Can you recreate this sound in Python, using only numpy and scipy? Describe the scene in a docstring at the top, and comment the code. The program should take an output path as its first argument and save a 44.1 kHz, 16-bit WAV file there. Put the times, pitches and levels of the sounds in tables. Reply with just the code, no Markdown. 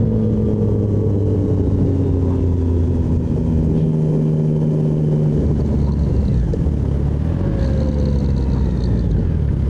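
"""Motorcycle downshift in the wind

A three-cylinder bike on a country road, heard from the rider's helmet through gusty wind. It coasts,
holds a little throttle and coasts again; the clutch is pulled, a lower gear knocks in, and the engine
is dragged back up with whining gears and a rattling drive, then drops to idle. The firings pulse
through the exhaust pipe, make the gears throb and jerk the slack drive."""
import sys
import numpy as np
from scipy import signal
from scipy.fft import rfft, irfft, next_fast_len
from scipy.io import wavfile
from scipy.ndimage import uniform_filter1d, minimum_filter1d, map_coordinates

SR = 44100
rng = np.random.default_rng(int(sys.argv[2]) if len(sys.argv) > 2 else 0)


def generate_wav(signal):
    """Clip the signal to [-1, 1] and save it as 16-bit WAV at the path in sys.argv[1]."""
    frames = np.transpose(np.atleast_2d(signal))
    scaled = np.clip(frames, -1, 1) * 32767
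    pcm = np.round(scaled).astype(np.int16)
    wavfile.write(sys.argv[1], SR, pcm)


N = 427325
TIME = np.arange(N) / SR


def amp(db):
    """Decibels to gain."""
    return 10 ** (np.asarray(db) / 20)


def unit(x):
    """Scale to rms 1."""
    return x / np.sqrt(np.mean(x ** 2) + 1e-20)


def curves(rows):
    """One automation curve for each column after the time."""
    times, *columns = np.transpose(rows)
    return [np.interp(TIME, times, column) for column in columns]


def swell(centre_s, half_width_s):
    """A bell-shaped fade in and out."""
    return np.exp(-((TIME - centre_s) / half_width_s) ** 2)


def wobble(rate):
    """Smooth random modulation with `rate` knots a second."""
    knots = rng.standard_normal(int(N * rate / SR) + 4)
    steps = np.arange(0, N * rate / SR + 1, 1 / 8)
    return np.interp(TIME * rate, steps, map_coordinates(knots, [steps]))


def colour(x, points, causal=False):
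    """EQ by (Hz, dB) points; a causal filter rings only after each pulse."""
    size = 2 * next_fast_len(N // 2 + 8192)
    hz, db = np.transpose(points)
    gain = amp(np.interp(np.log(np.fft.rfftfreq(size, 1 / SR) + 1), np.log(hz), db))
    if causal:
        cepstrum = irfft(np.log(gain))
        gain = np.exp(rfft(2 * cepstrum[:size // 2], size) - cepstrum[0])
    return irfft(rfft(x, size) * gain, size)[:N]


def noise(points):
    """Coloured noise of rms 1."""
    return unit(colour(rng.standard_normal(N), points))


def resonate(x, hz, width):
    """A resonance applied twice, for steep skirts."""
    b, a = signal.iirpeak(hz, hz / width, SR)
    return signal.lfilter(b, a, signal.lfilter(b, a, x))


def noise_band(hz, width):
    """Resonant noise of rms 1."""
    return unit(resonate(rng.standard_normal(N), hz, width))


def impulses(seconds, sizes):
    """A track with one impulse at each time."""
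    return np.bincount(np.clip(np.round(seconds * SR).astype(int), 0, N - 1), sizes, N)


# turbulence on the helmet, with two lulls (time [s], level [dB])
BUFFET_LEVEL = [(0, -19.5), (1, -24), (1.6, -21), (2.6, -23.5), (3.1, -16.5), (3.7, -18.5), (4.05, -33.5),
                (4.8, -35), (5.5, -18.5), (6.4, -18.5), (6.75, -22.5), (7.1, -29.5), (7.5, -22),
                (8.1, -22.5), (9.15, -19), (9.5, -19.5)]
# air streaming past (time [s], relative roar level [dB], unused shell level [dB])
AIRSTREAM = [(0, -22, -47.5), (1.75, -22.5, -39), (2.1, -24, -40.5), (2.6, -26.5, -45), (3.1, -23, -44.5),
             (4.2, -23, -44.5), (5.7, -19.5, -41), (6.4, -29.5, -49), (6.7, -25.5, -42.5),
             (7.4, -24.5, -41), (7.85, -22.5, -37), (8.7, -26, -41), (9.69, -26.5, -47)]
# air at the helmet's edges (time [s], relative level [dB])
HISS_LEVEL = [(0.1, -68), (1.87, -66), (5.68, -63.5), (7.53, -67), (7.64, -60), (7.8, -64), (9.09, -67.5),
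              (9.28, -71), (9.6, -69)]
# EQ of the four wind layers, from rumble to sizzle (frequency [Hz], gain [dB])
BUFFET_EQ = [(10, -29), (30, -17.5), (60, -1.5), (110, -3.5), (160, -3.5), (220, -15), (350, -29.5),
             (900, -87)]
ROAR_EQ = [(60, -6), (150, -1), (220, 5), (330, -1), (440, -2.5), (530, -10), (600, -12), (700, -29.5),
           (1200, -38), (5000, -73)]
SHELL_EQ = [(400, 2.5), (650, 1.5), (780, 1), (950, 0), (1080, -5.5), (1250, -17), (2000, -21.5),
            (5000, -47.5)]
HISS_EQ = [(1500, -17), (3000, -9), (4500, 0.5), (6200, 5.5), (7500, 0), (9400, -3.5), (10300, -9),
           (12000, -22), (15500, -36)]


def wind(gust_db=1.1, eddy_db=2, roar_trim_db=-1.7, shell_db=-41, shell_follows=0.37, hiss_trim_db=6):
    """The wind bed: eddies buffet the helmet, roar round it, ring its shell and hiss at its edges."""
    gust = gust_db * wobble(6.5)
    stream_db = curves(AIRSTREAM)[0] + gust
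    eddies = unit(wobble(45) + wobble(140))
    buffet = amp(curves(BUFFET_LEVEL)[0] + gust + wobble(9.2)) * noise(BUFFET_EQ)
    roar = amp(stream_db + roar_trim_db + eddy_db * eddies) * noise(ROAR_EQ)
    ring_db = shell_db + shell_follows * (stream_db - stream_db.mean())
    shell = amp(ring_db + eddy_db * unit(eddies + wobble(70))) * noise(SHELL_EQ)
    hiss = amp(curves(HISS_LEVEL)[0] + hiss_trim_db + unit(eddies + wobble(40))) * noise(HISS_EQ)
    return buffet + roar + shell + hiss


# four puffs and two pings (time [s], half-width [s], level [dB], pitch [Hz], filter width [Hz])
PUFFS_AND_PINGS = [(2.33, 0.035, -39.5, 970, 350), (3.793, 0.036, -51, 2900, 2400),
                   (5.895, 0.027, -33, 936, 200), (6.854, 0.005, -38, 1000, 450),
                   (8.566, 0.022, -36.5, 905, 696), (9.491, .008, -41, 1700, 500)]


def puffs_and_pings():
    """Short puffs of air and two brief pings, near 1 kHz and 1.7 kHz."""
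    return sum(amp(db) * swell(s, span) * noise_band(hz, width)
               for s, span, db, hz, width in PUFFS_AND_PINGS)


# swells of the panel's ring (time [s], half-width [s], level [dB])
PANEL_SWELLS = [(2.852, 1, -49), (5.888, 0.35, -47), (8.356, 0.47, -47)]


def fairing():
    """Air and vibration set a plastic panel ringing now and then."""
    return sum(amp(db) * swell(s, span) for s, span, db in PANEL_SWELLS) * noise_band(hz=960, width=110)


def clutch(rush_db=-41, ring_db=-47):
    """The slipping clutch rushes as it drags the engine up; a narrow ring swells as it bites."""
    rush = noise([(300, -26), (600, 7), (1000, 4.5), (1300, -16.5), (1700, -7.5), (2300, -18.5),
                  (2900, -13), (4000, -30), (8000, -42.5)])
    ring = noise_band(hz=1630, width=80)
    return amp(rush_db) * swell(7.46, 0.61) * rush + amp(ring_db) * swell(7.63, 0.2) * ring


# body of the gearbox knock (frequency [Hz], relative level [dB], 60 dB decay [s])
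KNOCK_MODES = [(454, -1.5, 0.03), (467, -3, 0.035), (337, -25, 0.028), (1750, -22, .02)]
SHIFT_S = 6.534


def downshift(click_db=-41, click_t60_s=0.036, knock_db=-5, lag_s=0.00072, rise_s=0.0034):
    """The shift dogs click, then the gearbox knocks."""
    age = np.maximum(TIME - SHIFT_S, 0)
    snap = noise([(500, -12), (1700, -18), (2700, -18), (4200, 1), (6300, -6), (8000, -10), (12000, -45)])
    click = amp(click_db - 60 * age / click_t60_s) * (age > 0) * snap
    late = np.maximum(age - lag_s, 0)
    knock = sum(amp(db - 60 * late / t60) * np.sin(2 * np.pi * hz * late) for hz, db, t60 in KNOCK_MODES)
    attack = 1 - np.exp(-(late / rise_s) ** 2)
    return click + amp(knock_db) * attack * knock


# spells of engine braking (start [s], end [s], rattle level [dB])
OVERRUN_SPELLS = [(5.502, 6.38, -51), (7.6, 8.85, -47), (8.95, 9.1, -51)]
# the slack drive's hardest ticks (time [s], relative peak [dB], pitch [Hz])
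HARD_TICKS = [(5.464, -45, 6400), (5.604, -46, 4450), (5.66, -44, 6300), (5.724, -48, 4350),
              (5.864, -42, 4240), (5.919, -38, 4620), (5.934, -44, 4390), (5.99, -44, 4250),
              (6.033, -39.5, 4070), (6.047, -43, 4350), (6.163, -44, 4350), (6.206, -47, 4120),
              (6.251, -44, 4280), (6.28, -39.5, 4200), (6.341, -41, 4010), (6.373, -45, 6200),
              (6.395, -46, 6400), (7.592, -44, 4080), (7.61, -42, 4150), (7.627, -38, 4300),
              (7.644, -40, 4310), (7.66, -33.5, 4230), (7.675, -38, 4240), (7.704, -42, 4170),
              (7.733, -38, 4060), (7.775, -43, 4110), (7.802, -38, 4420), (7.816, -43, 4250),
              (7.83, -36.5, 4230), (7.844, -43, 6100), (7.858, -42, 4020), (7.871, -44, 4280),
              (7.886, -42, 6100), (7.913, -40, 4080), (7.942, -38.5, 4330), (7.984, -42, 6000),
              (7.998, -38, 4030), (8.012, -41, 4070), (8.026, -44, 4130), (8.054, -34, 4240),
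              (8.084, -39, 4200), (8.099, -44, 4040), (8.156, -40, 4030), (8.185, -36, 4280),
              (8.201, -38, 4110), (8.243, -41, 4150), (8.259, -36, 4290), (8.287, -41, 4140),
              (8.303, -41, 6300), (8.363, -38, 4500), (8.378, -35, 4300), (8.408, -41, 4280),
              (8.424, -39, 4320), (8.439, -37, 4300), (8.499, -44, 4210), (8.516, -42, 4360),
              (8.532, -39, 4350), (8.547, -45, 4250), (8.58, -41, 4180), (8.626, -47, 3910),
              (8.655, -42, 3950), (8.688, -46, 4140), (8.708, -44, 4110), (8.772, -43, 4200),
              (8.804, -39, 4130), (8.821, -42, 4030), (8.837, -31.5, 4310), (8.855, -38, 4250),
              (8.991, -36.5, 4300), (9.111, -43, 3730)]
# metallic ring of each tick (frequency [Hz], filter width [Hz], gain [dB])
STEEL_MODES = [(3720, 180, 4), (3975, 310, 5), (4270, 290, 6), (4530, 220, 6), (6190, 820, -1),
               (7800, 2000, -14)]


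def rattle(fired, rise_db_per_s=247, fall_db_per_s=73, rebound_s=0.005, rebound_db=-9, tick_trim_db=4,
           contact_s=0.0018, focus_db=7, focus_hz=420):
    """On the overrun the firings jerk the slack drive and it rebounds; each contact scrapes on steel."""
    fired = fired[fired > OVERRUN_SPELLS[0][0]]
    slack = 0
    for start, end, db in OVERRUN_SPELLS:
        fade_in_db = rise_db_per_s * np.maximum(start - fired, 0)
        fade_out_db = fall_db_per_s * np.maximum(fired - end, 0)
        slack += amp(db - fade_in_db - fade_out_db)
    cluster_db = 4.5 * wobble(12)[(fired * SR).astype(int)]
    jerks = slack * amp(cluster_db + rng.standard_normal(len(fired)))
    rebounds = fired + rebound_s * (0.5 + rng.random(len(fired)))
    tick_s, tick_db, tick_hz = np.transpose(HARD_TICKS)
    times = np.concatenate([fired, rebounds, tick_s])[:, None]
    sizes = np.concatenate([jerks, amp(rebound_db) * jerks, amp(tick_db + tick_trim_db)])[:, None]
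    pitches = np.concatenate([rng.choice(tick_hz, 2 * len(fired)), tick_hz])[:, None]
    age = np.arange(SR // 50) / SR
    envelope = np.sqrt(age) * np.exp(-age / contact_s)
    rings = 0
    for hz, width, db in STEEL_MODES:
        # a contact favours the modes near its own pitch
        detuning = np.minimum(np.abs(pitches - hz) / focus_hz, 1)
        share = amp(db - focus_db * detuning + 1.5 * rng.standard_normal(times.shape))
        scrapes = envelope * rng.standard_normal((len(times), len(age)))
        rings += share * resonate(scrapes, hz, width)
    rings = sizes * rings / np.abs(rings).max(axis=1, keepdims=True)
    starts = np.round(times * SR) / SR
    return impulses((starts + age).ravel(), rings.ravel())


# high gear, fading as the throttle opens (time [s], level [dB], overtone level [dB])
HIGH_GEAR = [(0, -30, -60), (1.2, -27.5, -56.5), (1.901, -31.5, -50), (2.5, -29.5, -60), (2.9, -34, -65),
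             (3.4, -70, -91)]
# low gear, loudest as it drags the engine up (time [s], level [dB], overtone level [dB])
LOW_GEAR = [(6.7, -55, -76), (7.25, -42.5, -55), (7.45, -33.5, -48.5), (7.75, -28.5, -58),
            (8.35, -34.5, -49.5), (8.6, -43, -49), (9.69, -48.5, -70)]


def gear_whine(hz, levels, firings, third_db, throb, waver_db, jitter_rad):
    """The engaged gear pair sings as its teeth mesh; the firings add sidebands."""
    level_db, overtone_db = curves(levels)
    phase = 2 * np.pi * np.cumsum(hz) / SR + jitter_rad * wobble(45)
    overtones = np.sin(2 * phase) + amp(third_db) * np.sin(3 * phase)
    tone = amp(level_db) * np.sin(phase) + amp(overtone_db) * overtones
    pulse = 1 + throb * np.cos(2 * np.pi * firings)
    return np.sqrt(2) * amp(waver_db * wobble(25)) * tone * pulse


# strain on the engine's gears, peaking as the clutch bites (time [s], relative level [dB])
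WHIRR_LEVEL = [(0, -52), (1, -59.5), (1.8, -53.5), (4.5, -56), (5.6, -51.5), (6.5, -53.5), (7.2, -50),
               (7.65, -45.5), (7.95, -50), (9.2, -53), (9.69, -50)]
# singing of the meshes, loudest under engine braking (time [s], relative level [dB])
MESH_LEVEL = [(0, -63), (1.2, -61.5), (2.8, -59.5), (3.7, -56.5), (5.3, -55), (6.35, -54), (6.65, -68),
              (7.2, -59), (7.6, -51.5), (8.1, -53), (9.05, -55), (9.35, -53.5), (9.69, -57)]
# the engine's mesh tones (pitch [multiple of the firing rate], relative level [dB])
MESH_TONES = [(22.7, -9), (30.5, 3), (40, 0.5), (60.8, 2)]
# EQ of the valve gear, injectors and casing (frequency [Hz], gain [dB])
WHIRR_EQ = [(600, -23.5), (1200, 5), (1750, 3), (2300, -3.5), (2750, -7.5), (3050, -3.5), (3400, -6),
            (4800, -10), (6000, -21.5), (12000, -56.5)]
INJECTOR_EQ = [(3000, -24.5), (5300, -0.5), (8000, -10.5), (9400, 4), (10500, -1), (11500, -7),
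               (13000, -18), (15500, -35.5)]
CASING_EQ = [(500, -30), (1200, -3), (1700, 10), (2200, -6), (2650, 1), (2900, -3), (3100, 0), (3400, 0.5),
             (3800, 0.5), (5000, -17.5), (9000, -37)]


def engine_works(firings, throttle, idling, whirr_trim_db=1, mesh_trim_db=-1.2, injector_db=-68,
                 line_db=-3, waver_db=1.5, throb=0.15):
    """Valve gear whirrs and injectors fizz with the firings; mesh tones sweep the casing's resonances."""
    whirr = amp(curves(WHIRR_LEVEL)[0] + whirr_trim_db) * noise(WHIRR_EQ)
    injectors = amp(injector_db) * (throttle + idling) * noise(INJECTOR_EQ)
    mesh = 0
    for multiple, db in MESH_TONES:  # each a thin line in a fuzzy halo
        halo = np.sin(2 * np.pi * (multiple * firings + 0.35 * wobble(200)))
        line = np.sin(2 * np.pi * (multiple * firings + 0.2 * wobble(25)))
        mesh += amp(db + waver_db * wobble(10)) * (halo + amp(line_db) * line)
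    singing = amp(curves(MESH_LEVEL)[0] + mesh_trim_db) * unit(colour(mesh, CASING_EQ))
    pulse = 1 + throb * np.cos(2 * np.pi * firings)
    return pulse * (whirr + injectors + singing)


# grit of the burning charge (frequency [Hz], gain [dB])
RASP_EQ = [(300, -1.5), (480, 13.5), (600, 1.5), (720, -8.5), (900, -2.5), (1250, -21), (1750, -15),
           (2200, -23), (2800, -16), (3050, -13.5), (3500, -28), (8000, -36), (12000, -56.5)]


def rasp(firings, throttle, idling, throttle_db=-39, idle_db=-41, coast_db=-44, lead_cycles=0.17):
    """A puff of noise escapes just ahead of each pulse and dies away, strongest when fuel burns."""
    envelope = np.exp(-2.6 * ((firings + lead_cycles) % 1))
    puffs = unit(colour(envelope * rng.standard_normal(N), RASP_EQ, causal=True))
    coasting = 1 - throttle - idling
    return (amp(throttle_db) * throttle + amp(idle_db) * idling + amp(coast_db) * coasting) * puffs


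# resonances of the exhaust pipe (frequency [Hz], gain [dB])
PIPE_EQ = [(15, -56.5), (40, -40), (150, -18.5), (250, -8), (310, -6.5), (460, 1), (545, 6.5), (620, -14.5),
           (720, -18.5), (850, -7), (1050, -17), (1300, -33), (3000, -59.5), (8000, -64.5)]


def chuffs(fired, throttle, idling, coast_db=-42, throttle_boost_db=5, idle_trim_db=-1, evenness=0.88):
    """Uneven firings thump through the pipe, hardest on throttle and most regularly at idle."""
    sizes = evenness * idling[(fired * SR).astype(int)] + rng.standard_normal(len(fired))
    thumps = unit(colour(impulses(fired, sizes), PIPE_EQ, causal=True))
    return -amp(coast_db + throttle_boost_db * throttle + idle_trim_db * idling) * thumps


# blend points of the coasting note (firing rate [Hz])
COAST_RATES = [56, 70.2, 80.3, 85.1, 92.2, 100.6, 108.1]
# harmonic balance of the note (firing order, idle [dB], throttle [dB], coasting at each rate above [dB])
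EXHAUST_ORDERS = [(1, -48, -43, [-21.5, -18.5, -24, -17, -19.5, -18, -20.5]),
                  (2, -20.5, -16, [-28, -24, -29.5, -46, -48.5, -31.5, -19]),
                  (3, -25.5, -25, [-29.5, -27.5, -26.5, -25.5, -25.5, -28.5, -40]),
                  (4, -22.5, -38, [-37.5, -37.5, -36.5, -39, -35.5, -29.5, -27.5]),
                  (5, -31, -28, [-43.5, -39.5, -46.5, -35.5, -46, -40, -48]),
                  (6, -35.5, -36.5, [-47.5, -53.5, -50, -49.5, -53, -50, -53.5]),
                  (7, -37.5, -42, [-40, -48.5, -57.5, -67, -60.5, -64, -70]),
                  (8, -40.5, -45.5, [-52, -55, -72, -64, -60, -62, -73])]


def exhaust(hz, firings, throttle, idling, trim_db=0.94, piston_db=-35, lag_hz=480, stumble=0.0051):
    """The lead voice: firing harmonics blend between coasting, idle and throttle over a piston hum."""
    note = amp(piston_db) * (1 - idling) * np.cos(2 * np.pi * 4 / 3 * firings)  # twice the crank speed
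    uneven = firings + stumble * (1 - (throttle + idling) / 2) * wobble(70)
    coasting = 1 - throttle - idling
    for order, idle_db, throttle_db, db_by_rate in EXHAUST_ORDERS:
        coast_db = np.interp(hz, COAST_RATES, db_by_rate)
        gain = amp(coast_db) * coasting + amp(idle_db) * idling + amp(throttle_db) * throttle
        pipe_lag = (order * hz / lag_hz) ** 2  # the pipe delays the higher orders
        # throttle flips each pulse from a suck to a push
        phase = 2 * np.pi * order * uneven - pipe_lag + np.pi * throttle
        flutter_db = 0.18 * order * (1 - idling / 2) * wobble(40)
        note -= gain * amp(trim_db + flutter_db) * np.cos(phase)
    return np.sqrt(2) * note


# the revs (time [s], firing rate [Hz])
FIRING_RATE = [(0, 111.4), (1.83, 92.9), (2.44, 87.3), (3.05, 82.2), (3.4, 79.9), (4.1, 77.5), (4.88, 76.6),
               (5.35, 75.3), (5.7, 72.5), (6.1, 69.7), (6.3, 67.5), (6.41, 58), (6.62, 41.1), (6.73, 35.9),
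               (6.91, 34.3), (7.17, 36.4), (7.42, 46), (7.56, 53.3), (7.68, 66.9), (7.8, 72.9),
               (8.25, 67.8), (8.9, 59.2), (9.05, 58.4), (9.17, 50.9), (9.27, 42.9), (9.5, 34.1),
               (9.69, 33.5)]
# the rider opens the throttle a little (time [s], blend [0-1])
THROTTLE_BLEND = [(3, 0.08), (3.4, 0.06), (3.9, 0.92), (5.3, 1), (5.45, 0.01)]
# the clutch is pulled and the engine idles (time [s], blend [0-1])
IDLE_BLEND = [(6.45, 0), (6.68, 0.93), (7.3, 0.9), (7.55, 0.07), (9.18, 0), (9.45, 0.98)]


def scene():
    """The mono mix at the helmet: engine and drive over the wind bed."""
    hz, = curves(FIRING_RATE)
    firings = np.cumsum(hz) / SR  # running count
    fired = np.flatnonzero(np.diff(np.floor(firings))) / SR  # time of each firing [s]
    throttle, idling = np.clip(curves(THROTTLE_BLEND) + curves(IDLE_BLEND), 0, 1)
    engine = exhaust(hz, firings, throttle, idling) + chuffs(fired, throttle, idling)
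    engine += rasp(firings, throttle, idling) + engine_works(firings, throttle, idling)
    high_hz = 4.42 * hz  # 4.42 teeth mesh per firing
    low_hz = 640 - 89 * (TIME - SHIFT_S)  # glides down as the bike slows
    high = gear_whine(high_hz, HIGH_GEAR, firings, third_db=-21, throb=0.3, waver_db=3, jitter_rad=0.74)
    low = gear_whine(low_hz, LOW_GEAR, firings, third_db=-9, throb=0.11, waver_db=2, jitter_rad=0.45)
    drive = high + low + downshift() + clutch() + rattle(fired)
    return (engine + drive + fairing() + wind() + puffs_and_pings())[None]


def record(dry, ceiling_db=-8.5, release_db_per_s=110, top_hz=15800):
    """A limiter catches each peak and lets go over several firings; a steep low-pass trims the top."""
    release_db = release_db_per_s * TIME
    over_db = np.maximum(20 * np.log10(np.abs(dry[0]) + 1e-9) - ceiling_db, 0)
    held_db = np.maximum.accumulate(over_db + release_db) - release_db
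    gain = uniform_filter1d(minimum_filter1d(amp(-held_db), size=130), size=190)
    fade = np.minimum(1, np.arange(N) / 100)
    low_pass = signal.butter(20, top_hz, fs=SR, output="sos")
    return signal.sosfilt(low_pass, dry * gain * fade * fade[::-1])


dry = scene()
out = record(dry)
generate_wav(out)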